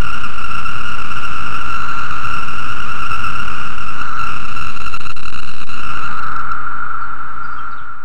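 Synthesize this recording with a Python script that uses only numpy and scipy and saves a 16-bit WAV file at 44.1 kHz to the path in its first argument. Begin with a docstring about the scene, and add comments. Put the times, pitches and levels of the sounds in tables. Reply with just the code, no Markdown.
"""A forest, where thousands of cicadas drone on one pitch high in the trees, their tymbals driving
resonant abdomens. Behind them lie distant rumble, treetop hiss and a far, shrill insect; a bird
chips near the end. The recorder's input sits far off centre, so the troughs of the drone are cut
flat and it buzzes, then sputters. As the sound fades the offset drifts back and the drone turns smooth."""
import sys
import numpy as np
from scipy import signal
from scipy.fft import rfft, irfft, next_fast_len
from scipy.io import wavfile

SR = 44100
rng = np.random.default_rng(int(sys.argv[2]) if len(sys.argv) > 2 else 0)


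def dump_mix(stems):
    """Bounce the given channels to the path in sys.argv[1] as a 16-bit WAV at rate SR."""
    frames = np.atleast_2d(stems).T  # one column per channel
    limited = np.clip(frames, -1, 1)  # hard clip at full scale
    pcm = np.round(limited * 32767).astype(np.int16)
    wavfile.write(sys.argv[1], SR, pcm)


N = 354696

# Tones of the electronics. Each row: frequency in Hz, rms level in dB.
WHINE_TONES = [(7800, -90.5), (11698, -99)]
# Spectra of the noise bands. Each row: frequency in Hz, relative spectral density in dB.
RUMBLE_SPECTRUM = [(20, -3), (60, 1), (130, 0.5), (190, -2), (240, -7.5), (305, -4.5), (360, -10),
                   (600, -14), (900, -18.5), (2000, -49.5)]
TREETOP_SPECTRUM = [(900, -22.5), (1900, 2), (2500, 1), (2950, -3.5), (3300, -9), (4300, -10.5),
                    (5000, -18), (5500, -22.5), (6000, -34), (6400, -33.5), (7200, -57.5)]
CHORUS_SPECTRUM = [(650, -64), (780, -31.5), (870, -18), (1000, -20), (1100, -16.5), (1200, -6.5),
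                   (1280, -4), (1355, 0), (1425, -2), (1500, -10), (1650, -19.5), (1900, -30.5),
                   (2400, -43.5), (3200, -72.5)]
SHRILL_SPECTRUM = [(4800, -24.0), (5500, 2.5), (6100, -1.5), (6900, -25.0)]
# The bird's chips. Each row: start and length in seconds, first and last pitch in Hz, peak level in dB.
BIRD_NOTES = [(7.008, .035, 4750, 4100, -52), (7.43, .05, 4820, 4720, -53), (7.495, .072, 4710, 4770, -56),
              (7.564, .055, 3360, 3060, -49.5), (7.587, .015, 3130, 2510, -46),
              (7.71, 0.026, 4850, 3500, -49), (7.771, .036, 3960, 2760, -48)]
# Dips in the drone. Each row: centre and length in seconds, gain at the centre in dB.
DRONE_LULLS = [(4.986, 0.046, -3), (5.147, .035, -13), (5.218, .025, -5), (5.316, .028, -13),
               (5.417, .03, -4), (5.659, .03, -4)]
# Single rasps of the drone. Each row: centre and length in seconds, crest in dB over the forest level.
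DRONE_SURGES = [(0.545, 0.01, 7), (0.663, 0.026, 10), (4.24, .012, 11), (4.671, 0.0079, 11.5),
                (4.88, 0.018, 10), (5.071, 0.0087, 10), (5.18, 0.015, 7), (5.282, 0.012, 11),
                (5.327, 0.0058, 9.5), (5.361, 0.0065, 10.5), (5.392, 0.014, 9), (5.63, 0.0087, 9),
                (6.397, .016, 8.5), (6.52, 0.019, 11.5)]
# Chorus and air hold, then fade. Each row: time in seconds, gain in dB.
FOREST_LEVEL = [(0, -19.5), (3.6, -19), (4.12, -22), (4.3, -19.3), (5.3, -18.8), (6.1, -21), (7.0, -26),
                (7.7, -27.5), (8.04, -34)]
# The input's resting level drifts about the lower rail, sinks below it, then recovers.
# Each row: time in seconds, offset as a fraction of full scale.
INPUT_OFFSET = [(0, -0.72), (1.2, -0.72), (1.68, -0.69), (1.83, -.65), (2.2, -.67), (2.5, -.72),
                (2.9, -.695), (3.92, -0.71), (4.16, -.605), (4.33, -.72), (4.92, -.782), (5.28, -.835),
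                (5.68, -.805), (5.83, -.72), (6.3, -.59), (6.95, -0.4), (7.55, -0.31), (8.04, -0.17)]


def amp(db):
    """Decibels to amplitude ratio."""
    return 10 ** (np.asarray(db) / 20)


def unit(x):
    """Normalisation to rms 1."""
    return x / np.sqrt(np.mean(x ** 2) + 1e-20)


def curve(rows):
    """Linear interpolation of (seconds, value) rows at every sample."""
    return np.interp(np.arange(N) / SR, *np.transpose(rows))


def wobble(rate):
    """Random modulation of rms 1, with rate knots a second."""
    at = np.arange(N) * rate / SR
    knots = rng.standard_normal(int(at[-1]) + 2)
    return unit(np.interp(at, np.arange(len(knots)), knots))


def bump(centre_s, length_s):
    """A raised-cosine window, from 0 to 1 and back."""
    u = (np.arange(N) / SR - centre_s) / length_s
    return np.where(np.abs(u) < .5, np.cos(np.pi * u) ** 2, 0)


def filtered(x, response):
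    """Linear filtering: the spectrum of x is multiplied by a frequency response."""
    size = next_fast_len(N + SR // 4)
    return irfft(rfft(x, size) * response(np.fft.rfftfreq(size, 1 / SR)), size)[:N]


def noise(spectrum):
    """Spectral shaping: noise of rms 1 follows (Hz, dB) points on a log frequency axis."""
    points_hz, db = np.transpose(spectrum)

    def response(hz):
        return amp(np.interp(np.log(hz + 1), np.log(points_hz), db, right=-120))
    return unit(filtered(rng.standard_normal(N), response))


def electronics():
    """Self-noise: the recorder's circuits add a thin whine and white hiss."""
    t = np.arange(N) / SR
    whine = sum(np.sqrt(2) * amp(db) * np.sin(2 * np.pi * hz * t) for hz, db in WHINE_TONES)
    return whine + amp(-96.5) * rng.standard_normal(N)


def air():
    """Broadband ambient noise: low rumble from far away and faint hiss from the treetops."""
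    return amp(-16.5) * noise(RUMBLE_SPECTRUM) + amp(-23.5) * noise(TREETOP_SPECTRUM)


def shrill_insect(hold_from_s=1.1, hold_until_s=4.8, rise_s=1.1, fall_s=0.9, again_s=7.58):
    """Narrow-band noise grows exponentially, holds and decays, then returns briefly and faintly."""
    t = np.arange(N) / SR
    fade = np.maximum(hold_from_s - t, 0) / rise_s + np.maximum(t - hold_until_s, 0) / fall_s
    first_call = amp(-51.5 - 14.5 * fade)
    second_call = amp(-66.5 - 33 * np.abs(t - again_s))  # 33 dB a second either side of the peak
    return (first_call + second_call) * noise(SHRILL_SPECTRUM)


def bird(t60_s, echo_db, waver):
    """Frequency modulation roughens short, mostly falling whistles; trunks scatter them into reverb."""
    call = np.zeros(N)
    quiver = waver * wobble(500)
    for start_s, length_s, first_hz, last_hz, db in BIRD_NOTES:
        progress = np.linspace(0, 1, int(length_s * SR))
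        onset = int(start_s * SR)
        span = slice(onset, onset + len(progress))
        pitch_hz = first_hz + (last_hz - first_hz) * (progress + quiver[span])  # wider slurs are hoarser
        envelope = amp(db) * np.sqrt(np.abs(np.sin(np.pi * progress)))
        call[span] += envelope * np.sin(2 * np.pi * np.cumsum(pitch_hz) / SR)
    t = np.arange(SR // 2) / SR
    tail = rng.standard_normal(len(t)) * amp(-60 * t / t60_s)
    echo = signal.fftconvolve(call, tail / np.linalg.norm(tail))[:N]
    return call + amp(echo_db) * echo


def near_cicadas(centre_hz, spread_hz, waver_hz, flutter_db, count):
    """Resonance: each abdomen rings on its own wavering pitch and flutters with its tymbals."""
    song = np.zeros(N)
    for detuning in np.linspace(-1, 1, count):
        pitch_hz = centre_hz + spread_hz * detuning + waver_hz * wobble(15)
        flutter = amp(flutter_db * wobble(60))
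        song += flutter * np.sin(2 * np.pi * (np.cumsum(pitch_hz) / SR + rng.random()))
    return unit(song)


def throbbing(song, pitch_hz):
    """Amplitude fluctuation: the drone dips in brief lulls, or surges for a moment into a stronger tone."""
    for centre_s, length_s, db in DRONE_LULLS:
        song = song * (1 - (1 - amp(db)) * bump(centre_s, length_s))
    tone = np.sin(2 * np.pi * (pitch_hz * np.arange(N) / SR + rng.random()))
    for centre_s, length_s, db in DRONE_SURGES:
        song = song + bump(centre_s, length_s) * (amp(db) * tone - song)
    return song


def cicada_chorus(swell_db=.5, swells_per_s=6):
    """Incoherent addition: far cicadas merge into a narrow noise band, with nearer ones at its centre."""
    far = amp(-1.7) * noise(CHORUS_SPECTRUM)
    near = amp(-5) * near_cicadas(centre_hz=1358, spread_hz=33, waver_hz=18, flutter_db=2.5, count=9)
    swell = amp(swell_db * wobble(swells_per_s))
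    return throbbing(swell * (far + near), pitch_hz=1344)


def scene():
    """Superposition: chorus and air fade together; the bird and the shrill insect call through them."""
    forest = amp(curve(FOREST_LEVEL)) * (cicada_chorus() + air())
    return (forest + bird(t60_s=0.28, echo_db=-1.5, waver=.12) + shrill_insect())[None]


def record(dry):
    """Asymmetric clipping: the offset pushes the troughs against the lower rail, adding overtones."""
    rail, band_limit_hz = -.707, 15750
    offset = curve(INPUT_OFFSET)
    clipped = np.maximum(dry[0] + electronics() + offset, rail)
    rest = np.maximum(offset, rail)  # the slow resting level passes the band limit unchanged
    return (rest + filtered(clipped - rest, lambda hz: hz < band_limit_hz))[None]


dry = scene()
out = record(dry)
dump_mix(out)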